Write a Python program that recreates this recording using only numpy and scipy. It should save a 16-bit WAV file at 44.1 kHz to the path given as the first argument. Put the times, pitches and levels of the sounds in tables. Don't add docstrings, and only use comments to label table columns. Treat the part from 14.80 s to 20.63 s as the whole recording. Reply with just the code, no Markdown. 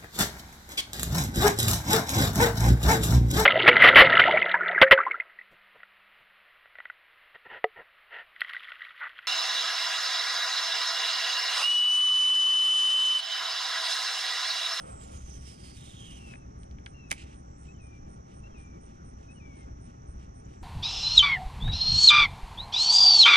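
import sys
import numpy as np
from scipy import signal
from scipy.fft import rfft, irfft
from scipy.io import wavfile
from scipy.ndimage import uniform_filter1d

SR = 44100
rng = np.random.default_rng(int(sys.argv[2]) if len(sys.argv) > 2 else 0)


def wrap_up_sound(samples):
    columns = np.atleast_2d(samples).T
    tamed = np.clip(columns, -1, 1)
    steps = np.round(tamed * 32767).astype(np.int16)
    wavfile.write(sys.argv[1], SR, steps)


N = 257103
T = np.arange(N) / SR
FREQS = np.maximum(np.arange(N // 2 + 1) * SR / N, 1)


# time in seconds, whine pitch in Hz, whine level in dB,
# line hiss level in dB.
SPOOL_RUN = [(0, 8800, -57.5, -59.5), (.17, 8040, -52, -62.5), (.31, 6880, -58.5, -56),
             (.52, 6090, -51.5, -58), (.76, 5140, -57, -56), (.95, 4817, -58, -56.5),
             (.97, 3712, -60.5, -51), (1.14, 3396, -55.5, -57.5), (1.23, 3200, -51.5, -54.5),
             (1.35, 3054, -53, -55), (1.41, 2807, -62, -59), (1.525, 2610, -59, -60),
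             (1.6, 2520, -110, -81)]

def cast(cycles_per_turn=26, turns_per_crossing=36.9, throb_depth=0.17, surge_db=3, surge_fade_s=0.97):
    hz, whine_db, hiss_db = in_time(SPOOL_RUN)
    turns_per_s = hz / cycles_per_turn
    crossing = np.cos(2 * np.pi * cycles(turns_per_s) / turns_per_crossing)
    swell_db = surge_db * crossing / (1 + (T / surge_fade_s) ** 8)
    turns = cycles(turns_per_s * (1 + 0.029 * drift(21)))
    throb = rms_one(1 + throb_depth * np.sin(2 * np.pi * turns))
    return spool_whine(hz, whine_db + swell_db, throb) + line_hiss(hiss_db + swell_db, throb)


def spool_whine(hz, level_db, throb, wobble=.025, second_ratio=.92, second_db=-7, octave_db=-5):
    width_hz = 0.081 * np.mean(hz)
    first = rough_tone(hz * (1 + wobble * drift(85.8)), width_hz)
    second = from_db(second_db) * rough_tone(second_ratio * hz, width_hz)
    low_speed = 1 / (1 + (hz / 4200) ** 8)
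    octave = from_db(octave_db) * low_speed * rough_tone(2 * hz, width_hz)
    whine = from_db(level_db) * rms_one(first + second + octave) * throb
    return stereo(tackle_body(whine, contrast=1.8), pan_db=-2.0)


# frequency in Hz, relative level in dB.
LINE_TONE = [(300, -33), (1200, -11), (2200, -0.5), (3200, 1.5), (4300, -7), (5000, 0.5), (6300, 0.5),
             (7200, -3.5), (8000, 0.5), (9000, 1.5), (9900, -1.5), (10800, -14), (12500, -19.5),
             (15000, -24), (15800, -45)]

def line_hiss(level_db, throb, flutter_db=1.96):
    running = T < SPOOL_RUN[-1][0]
    gain = from_db(level_db + flutter_db * drift(32)) * np.sqrt(abs(throb)) * running
    hiss = tackle_body(gain * coloured(LINE_TONE))
    return stereo(hiss, pan_db=-2.5, diffuse=gain * coloured(LINE_TONE))


# time in seconds, level in dB.
SWISH_ENVELOPE = [(0, -48), (.1, -45.5), (.2, -53), (.35, -52), (.5, -66), (.7, -100)]
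# frequency in Hz, relative level in dB.
SWISH_TONE = [(250, -29), (500, -2), (720, 0), (1000, -9), (1300, -4), (1700, -24), (3000, -26),
              (5000, -49), (12000, -78.5)]

def rod_swish():
    return stereo(from_db(in_time(SWISH_ENVELOPE)[0]) * coloured(SWISH_TONE))


# start in seconds, strength in dB, pitch the contact favours in Hz,
# leftward pan in dB.
KNOCKS = [(1.5373, -33.5, 1900, 8.5), (1.5407, -36, 1700, 2.5), (1.556, -43.5, 2050, 8),
          (1.833, -41.5, 4100, -3), (1.9114, -44.5, 4500, 1), (1.9852, -45, 2580, 7),
          (2.0614, -26, 3750, -6), (2.065, -30, 1790, 7.5), (2.303, -35, 6970, 2.5),
          (2.3095, -24, 7000, 0.5), (2.3103, -22, 2480, 4), (2.312, -26.5, 6000, -7),
          (2.314, -13.5, 5570, -10), (2.3151, -14, 8800, -17), (2.3156, -8.5, 2100, -0.5),
          (2.3183, -10.5, 735, 1), (2.326, -25, 8980, -6), (2.3276, -18.5, 2110, -7)]
# mode frequency in Hz, relative level in dB, seconds to decay by 60 dB.
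FRAME_MODES = [(268, -23, 0.0806), (556, -15.5, 0.019), (850, -11, 0.015), (1350, -14, .014),
               (1604, -14.5, 0.021), (2240, -4.5, 0.0074), (3020, -8, 0.012), (3390, -9, 0.013),
               (4020, -9.5, 0.0072), (4750, -9.5, 0.0086), (5890, -3, 0.0054), (7100, -10.5, 0.012),
               (7610, -5.5, 0.0049), (9450, 1.5, 0.0041), (12300, -26, .004), (14100, -26, .008)]

def reel_clicks(rattle_s=0.013, rattle_db=-35, below_db_per_octave=7, above_db_per_octave=17):
    age = T[:N // 50]
    grit = rng.standard_normal((len(KNOCKS), len(age)))
    blows = (age == 0) + grit * from_db(rattle_db) * np.exp(-age / rattle_s)
    frame = np.zeros((2, N))
    for k, (hz, mode_db, t60) in enumerate(FRAME_MODES):
        force = np.zeros((2, N))
        for (start_s, db, contact_hz, pan_db), blow in zip(KNOCKS, blows):
            start = round(start_s * SR)
            octaves = np.log2(hz / contact_hz)
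            loss_db = max(above_db_per_octave * octaves, -below_db_per_octave * octaves)
            gains = from_db(db + mode_db - loss_db + np.array([[pan_db], [0]]))
            force[:, start:start + len(age)] += gains * blow
        frame += (-1) ** k * ring(force, hz, t60)
    left, right = frame
    return np.array([stereo(left)[0], right])


# peak time in seconds, relative level in dB, attack in seconds.
HANDLE_STROKES = [(2.401, -57, 0.045), (2.52, -66.5, 0.083), (2.86, -71.5, 0.03), (3.16, -78, 0.047),
                  (3.525, -71.5, 0.05), (3.805, -73, .04), (4.15, -75.5, 0.13), (4.44, -75, 0.064),
                  (4.825, -72, 0.11), (5.095, -74, 0.057), (5.43, -72, 0.047), (5.735, -71, 0.055)]
# frequency in Hz, relative level in dB.
GEAR_TONE = [(1200, -14), (2000, 4), (2800, 5.5), (3500, 0), (4400, -4.5), (4900, -2), (5500, -2),
             (7000, -4), (8800, -2), (10000, -14), (11500, -27.5), (15000, -34)]

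def winding(gain_db=6, grain_db=2.0, release_s=0.036, mesh_hz=2550, mesh_db=-5, load_s=.25):
    effort = np.zeros(N)
    for peak_s, db, attack_s in HANDLE_STROKES:
        width_s = np.where(T < peak_s, attack_s, release_s)
        effort += from_db(db) * np.exp(-((T - peak_s) / width_s) ** 2)
    gain = effort * from_db(gain_db + grain_db * drift(113))
    load = np.exp(-np.maximum(T - HANDLE_STROKES[0][0], 0) / load_s)
    whirr = coloured(GEAR_TONE) + from_db(mesh_db) * load * rough_tone(mesh_hz, width_hz=300)
    return stereo(tackle_body(gain * whirr), pan_db=-1.5, diffuse=gain * coloured(GEAR_TONE))


# centre in Hz, width in Hz, weight in quarter dB.
BODY_PEAKS = [(2914, 26, -2.5), (3200, 43, -2), (3720, 71, -1), (4160, 52, 2.5), (4580, 19, -17.5),
              (4920, 43, -5), (6140, 38, 0), (7340, 26, -12), (7740, 39, -13), (8790, 370, -6.5)]

def tackle_body(x, contrast=0.93):
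    peaks = sum(from_db(db / 4) / (1 + (2 * (FREQS - hz) / width) ** 2) for hz, width, db in BODY_PEAKS)
    gain = 1 + contrast * peaks
    treble_gain = np.mean(gain[(FREQS > 2500) & (FREQS < 9000)])
    return irfft(rfft(x) * gain / treble_gain, N)


# start in seconds, fundamental in Hz, relative level in dB.
PIPS = [(2.88, 1276, -59.5), (3.635, 1334, -60), (4.485, 1262, -60.5)]
# start in seconds, fundamental in Hz, relative level in dB.
SLURS = [(2.945, 1550, -69.5), (3.705, 1640, -73), (4.552, 1496, -64)]
# start in seconds, length in seconds, fundamental in Hz, its sag in Hz
# per second, its offset at the onset in Hz, relative level in dB, level change by the end in dB.
WHISTLES = [(1.40, .16, 1399, 851, -61, -56, 1.5), (2.141, .15, 1410, 900, -59, -61, -0.5),
            (2.997, 0.19, 1240, 350, 160, -64.5, 0), (3.746, 0.24, 1241, 482, 130, -59.5, -12.5),
            (4.6, 0.253, 1190, 579, 131, -60, -8)]

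def shorebird(gain_db=-8, echo_db=-12, waver_s=.00005, unsteady_db=2.0):
    song = sum(bird_note(s, hz, db, length_s=0.044, glide_hz_per_s=850) for s, hz, db in PIPS)
    song += sum(bird_note(s, hz, db, length_s=0.041, glide_hz_per_s=-2200) for s, hz, db in SLURS)
    for start_s, length_s, hz, sag, scoop_hz, db, change_db in WHISTLES:
        song += bird_note(start_s, hz, db, length_s, -sag, scoop_hz, change_db)
    song = delayed(song, waver_s * drift(30))
    song *= from_db(gain_db + unsteady_db * drift(40))
    return stereo(song + from_db(echo_db) * tree_echo(song), pan_db=10)


def bird_note(start_s, hz, db, length_s, glide_hz_per_s, scoop_hz=0, change_db=0):
    scoop_s, edge_s, third_db = .008, .012, -18
    age = np.clip(T - start_s, 0, length_s)
    phase = 2 * np.pi * cycles(hz + glide_hz_per_s * age + scoop_hz * np.exp(-age / scoop_s))
    tone = np.sin(2 * phase) + from_db(third_db) * np.sin(3 * phase)
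    gate = np.clip(np.minimum(T - start_s, start_s + length_s - T) / edge_s + .5, 0, 1)
    return np.sqrt(2) * gate * from_db(db + change_db * age / length_s) * tone


def tree_echo(x, delay_s=0.1, smear_s=0.015):
    age = T[:N // 20]
    scatter = rng.standard_normal(len(age)) * np.exp(-age / smear_s)
    smeared = signal.fftconvolve(x, scatter / np.linalg.norm(scatter))[:N]
    return delayed(smeared, delay_s)


# time in seconds, pitch in Hz, level in dB.
FAR_CALL = [(4.1, 1654, -100), (4.17, 1535, -71), (4.22, 1350, -60), (4.27, 1190, -67), (4.36, 1100, -100)]

def far_bird(width_hz=120):
    hz, db = in_time(FAR_CALL)
    return stereo(from_db(db) * rough_tone(hz, width_hz))


# start in seconds, level in dB.
CHIPS = [(2.955, -64), (3.85, -63), (5.645, -58)]

def small_bird(top_hz=7250, climb_hz=1900, length_s=0.0196):
    song = np.zeros(N)
    for start_s, db in CHIPS:
        progress = np.clip((T - start_s) / length_s, 0, 1)
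        hz = top_hz - climb_hz * (1 - progress) ** 3
        song += from_db(db) * np.sin(np.pi * progress) * np.sin(2 * np.pi * cycles(hz))
    return stereo(song, pan_db=1)


CHIRP_TIMES = [.076, .335, .587, .82, 1.06, 1.306, 1.555, 1.817, 2.082, 2.321, 2.573, 2.809, 3.045, 3.32,
               3.569, 3.809, 4.04, 4.277, 4.536, 4.784, 5.039, 5.302, 5.577, 5.85]

def near_katydid(level_db=-61.5, pitch_hz=8650, strokes_per_s=100, half_length_s=0.034,
                 arch_hz=45, droop_hz=70, echo_db=-17):
    gain, hz = np.zeros(N), np.full(N, float(pitch_hz))
    for middle_s in CHIRP_TIMES:
        near = abs(T - middle_s) < 2 * half_length_s
        offset_s = T[near] - middle_s
        place = offset_s / half_length_s
        stroke = offset_s * strokes_per_s % 1
        gain[near] = from_db(level_db + 2 * place) * np.exp(-place ** 8) * np.sin(np.pi * stroke) ** 2
        hz[near] -= arch_hz * place ** 2 + droop_hz * (stroke - .5)
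    song = 2 * gain * np.sin(2 * np.pi * cycles(hz + 60 * drift(700)))
    echo = from_db(echo_db) * tree_echo(song, delay_s=0.027, smear_s=.03)
    return stereo(song + echo, pan_db=-2.5)


# time in seconds, relative level in dB.
BUZZ_ENVELOPE = [(2.6, -110), (2.66, -76), (2.76, -69), (2.94, -66), (2.96, -110), (5.68, -110),
                 (5.73, -75), (5.83, -67)]

def buzzing_katydid(pitch_hz=7500, strokes_per_s=122, sweep_hz=1600):
    stroke = cycles(strokes_per_s * (1 + 0.032 * drift(22))) % 1
    hz = pitch_hz - sweep_hz * (stroke - .5) + 160 * drift(700)
    gain = 2 * from_db(in_time(BUZZ_ENVELOPE)[0]) * np.sin(np.pi * stroke) ** 2
    return stereo(gain * np.sin(2 * np.pi * cycles(hz)), pan_db=-0.5)


# frequency in Hz, relative level in dB.
CHORUS_TONE = [(3000, -56), (4500, -29), (5200, -1), (5600, 13), (5900, 13.5), (6200, 8), (6550, 1),
               (7000, 1), (7600, -18.5), (10000, -47), (12000, -70)]

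def crickets(far_db=-66.5, near_db=-74, pitch_hz=5950, spread_hz=220, strokes_per_s=62, count=4):
    trills = np.zeros(N)
    for offset in np.linspace(-1, 1, count):
        rate = strokes_per_s * (1 + 0.15 * offset + 0.0306 * drift(3))
        strokes = np.sin(np.pi * cycles(rate)) ** 4
        trills += strokes * rough_tone(pitch_hz + spread_hz * offset, width_hz=70)
    chorus = from_db(far_db) * coloured(CHORUS_TONE) + from_db(near_db) * rms_one(trills)
    return stereo(chorus, pan_db=-2.0, diffuse=from_db(far_db) * coloured(CHORUS_TONE))


# frequency in Hz, noise density in dB.
AIR_TONE = [(20, -76.5), (45, -71), (64, -65), (90, -73.5), (130, -72.5), (200, -77), (300, -83),
            (500, -86.5), (800, -83), (980, -91.5), (1200, -88.5), (1700, -100), (2500, -106), (4300, -115),
            (7000, -113), (9700, -119), (11500, -140), (16000, -142)]
# pitch in Hz, width in Hz, level in dB.
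ENGINE_DRONES = [(64.5, 8.8, -56.5), (114.5, 10.2, -61), (426, 4.6, -72), (541, 19, -72)]
# time in seconds, level in dB.
RUMBLE_SWELLS = [(0.0, -50.5), (0.65, -44.5), (0.76, -57), (1.96, -46), (1.98, -54), (3.39, -47.5),
                 (3.44, -70), (3.65, -45.5), (4.25, -55), (4.37, -45.5), (4.53, -58.5), (4.68, -51),
                 (4.81, -60), (4.86, -42.5), (5.23, -56.5), (5.28, -42.5), (5.63, -53.5), (5.83, -48.5)]

def distant_traffic(deep_hz=100, steady_db=-56, evenness=0.87, lumpy_db=1.73, restless_db=1.0):
    density = from_db(in_frequency(AIR_TONE)[0])
    bed = noise(density)
    bed += sum(from_db(db) * rough_tone(hz, width / 2) for hz, width, db in ENGINE_DRONES)
    deep = irfft(rfft(bed) / (1 + (FREQS / deep_hz) ** 8), N)
    deep_level = np.sqrt(uniform_filter1d(deep ** 2, size=SR // 4))
    even = rms_one(deep / deep_level ** evenness)
    swells = np.hypot(from_db(in_time(RUMBLE_SWELLS)[0]), from_db(steady_db))
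    rumble = even * swells * from_db(lumpy_db * drift(13))
    upper = (bed - deep) * from_db(restless_db * drift(19))
    return stereo(rumble + upper, diffuse=noise(density))


# frequency in Hz, left minus right in dB, the left's phase lag in radians,
# likeness of the two sides from 0 to 1.
STEREO_IMAGE = [(40, -0.2, 0.034, 0.99), (128, 0.6, 0.075, 1), (282, 4.5, 1.03, 0.94),
                (334, 3.5, 1.45, 0.99), (478, 0, 2.31, 0.99), (696, -3, 3.16, 0.98),
                (1227, -1, 3.627, 0.97), (1827, 5, 4.07, 0.99), (2160, .5, 5.08, 0.92),
                (3950, -5, 5.21, 0.8), (5695, -13, 8.8, 0.75), (6860, -9.5, 21.64, 0.74),
                (8500, -16.5, 9.3, 0), (13950, -5.5, 7.6, 1)]

def stereo(x, pan_db=0, diffuse=None):
    balance_db, lag, alike = in_frequency(STEREO_IMAGE)
    left = rfft(x)
    if diffuse is not None:
        alike = np.clip(alike, 0, 1)
        left = alike * left + np.sqrt(1 - alike ** 2) * rfft(diffuse)
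    return np.array([irfft(left * from_db(balance_db + pan_db) * np.exp(-1j * lag), N), x])


def from_db(db):
    return 10 ** (np.asarray(db) / 20)


def rms_one(x):
    return x / np.sqrt(np.mean(x ** 2) + 1e-20)


def in_time(rows):
    seconds, *columns = np.transpose(rows)
    return [np.interp(T, seconds, column) for column in columns]


def in_frequency(rows):
    hz, *columns = np.transpose(rows)
    return [np.interp(np.log(FREQS), np.log(hz), column) for column in columns]


def noise(gain):
    return irfft(rfft(rng.standard_normal(N)) * gain, N) * np.sqrt(SR / 2)


def coloured(spectrum):
    return rms_one(noise(from_db(in_frequency(spectrum)[0])))


def drift(rate):
    return rms_one(noise(1 / (1 + (FREQS / rate) ** 2)))


def cycles(hz):
    return np.cumsum(hz * np.ones(N)) / SR


def rough_tone(hz, width_hz):
    phase = 2 * np.pi * cycles(hz)
    return rms_one(drift(width_hz) * np.cos(phase) + drift(width_hz) * np.sin(phase))


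def ring(force, hz, t60):
    decay, step = from_db(-60 / (t60 * SR)), 2 * np.pi * hz / SR
    return signal.lfilter([0, np.sin(step)], [1, -2 * decay * np.cos(step), decay ** 2], force + 1e-18)


def delayed(x, seconds):
    return np.interp(T - seconds, T, x, left=0)


def scene():
    angler = cast() + rod_swish() + reel_clicks() + winding()
    birds = shorebird() + far_bird() + small_bird()
    insects = near_katydid() + buzzing_katydid() + crickets()
    return angler + birds + insects + distant_traffic()


def record(dry):
    cutoff_hz = 15700
    return signal.sosfilt(signal.ellip(10, .1, 80, cutoff_hz, fs=SR, output="sos"), dry)


dry = scene()
out = record(dry)
wrap_up_sound(out)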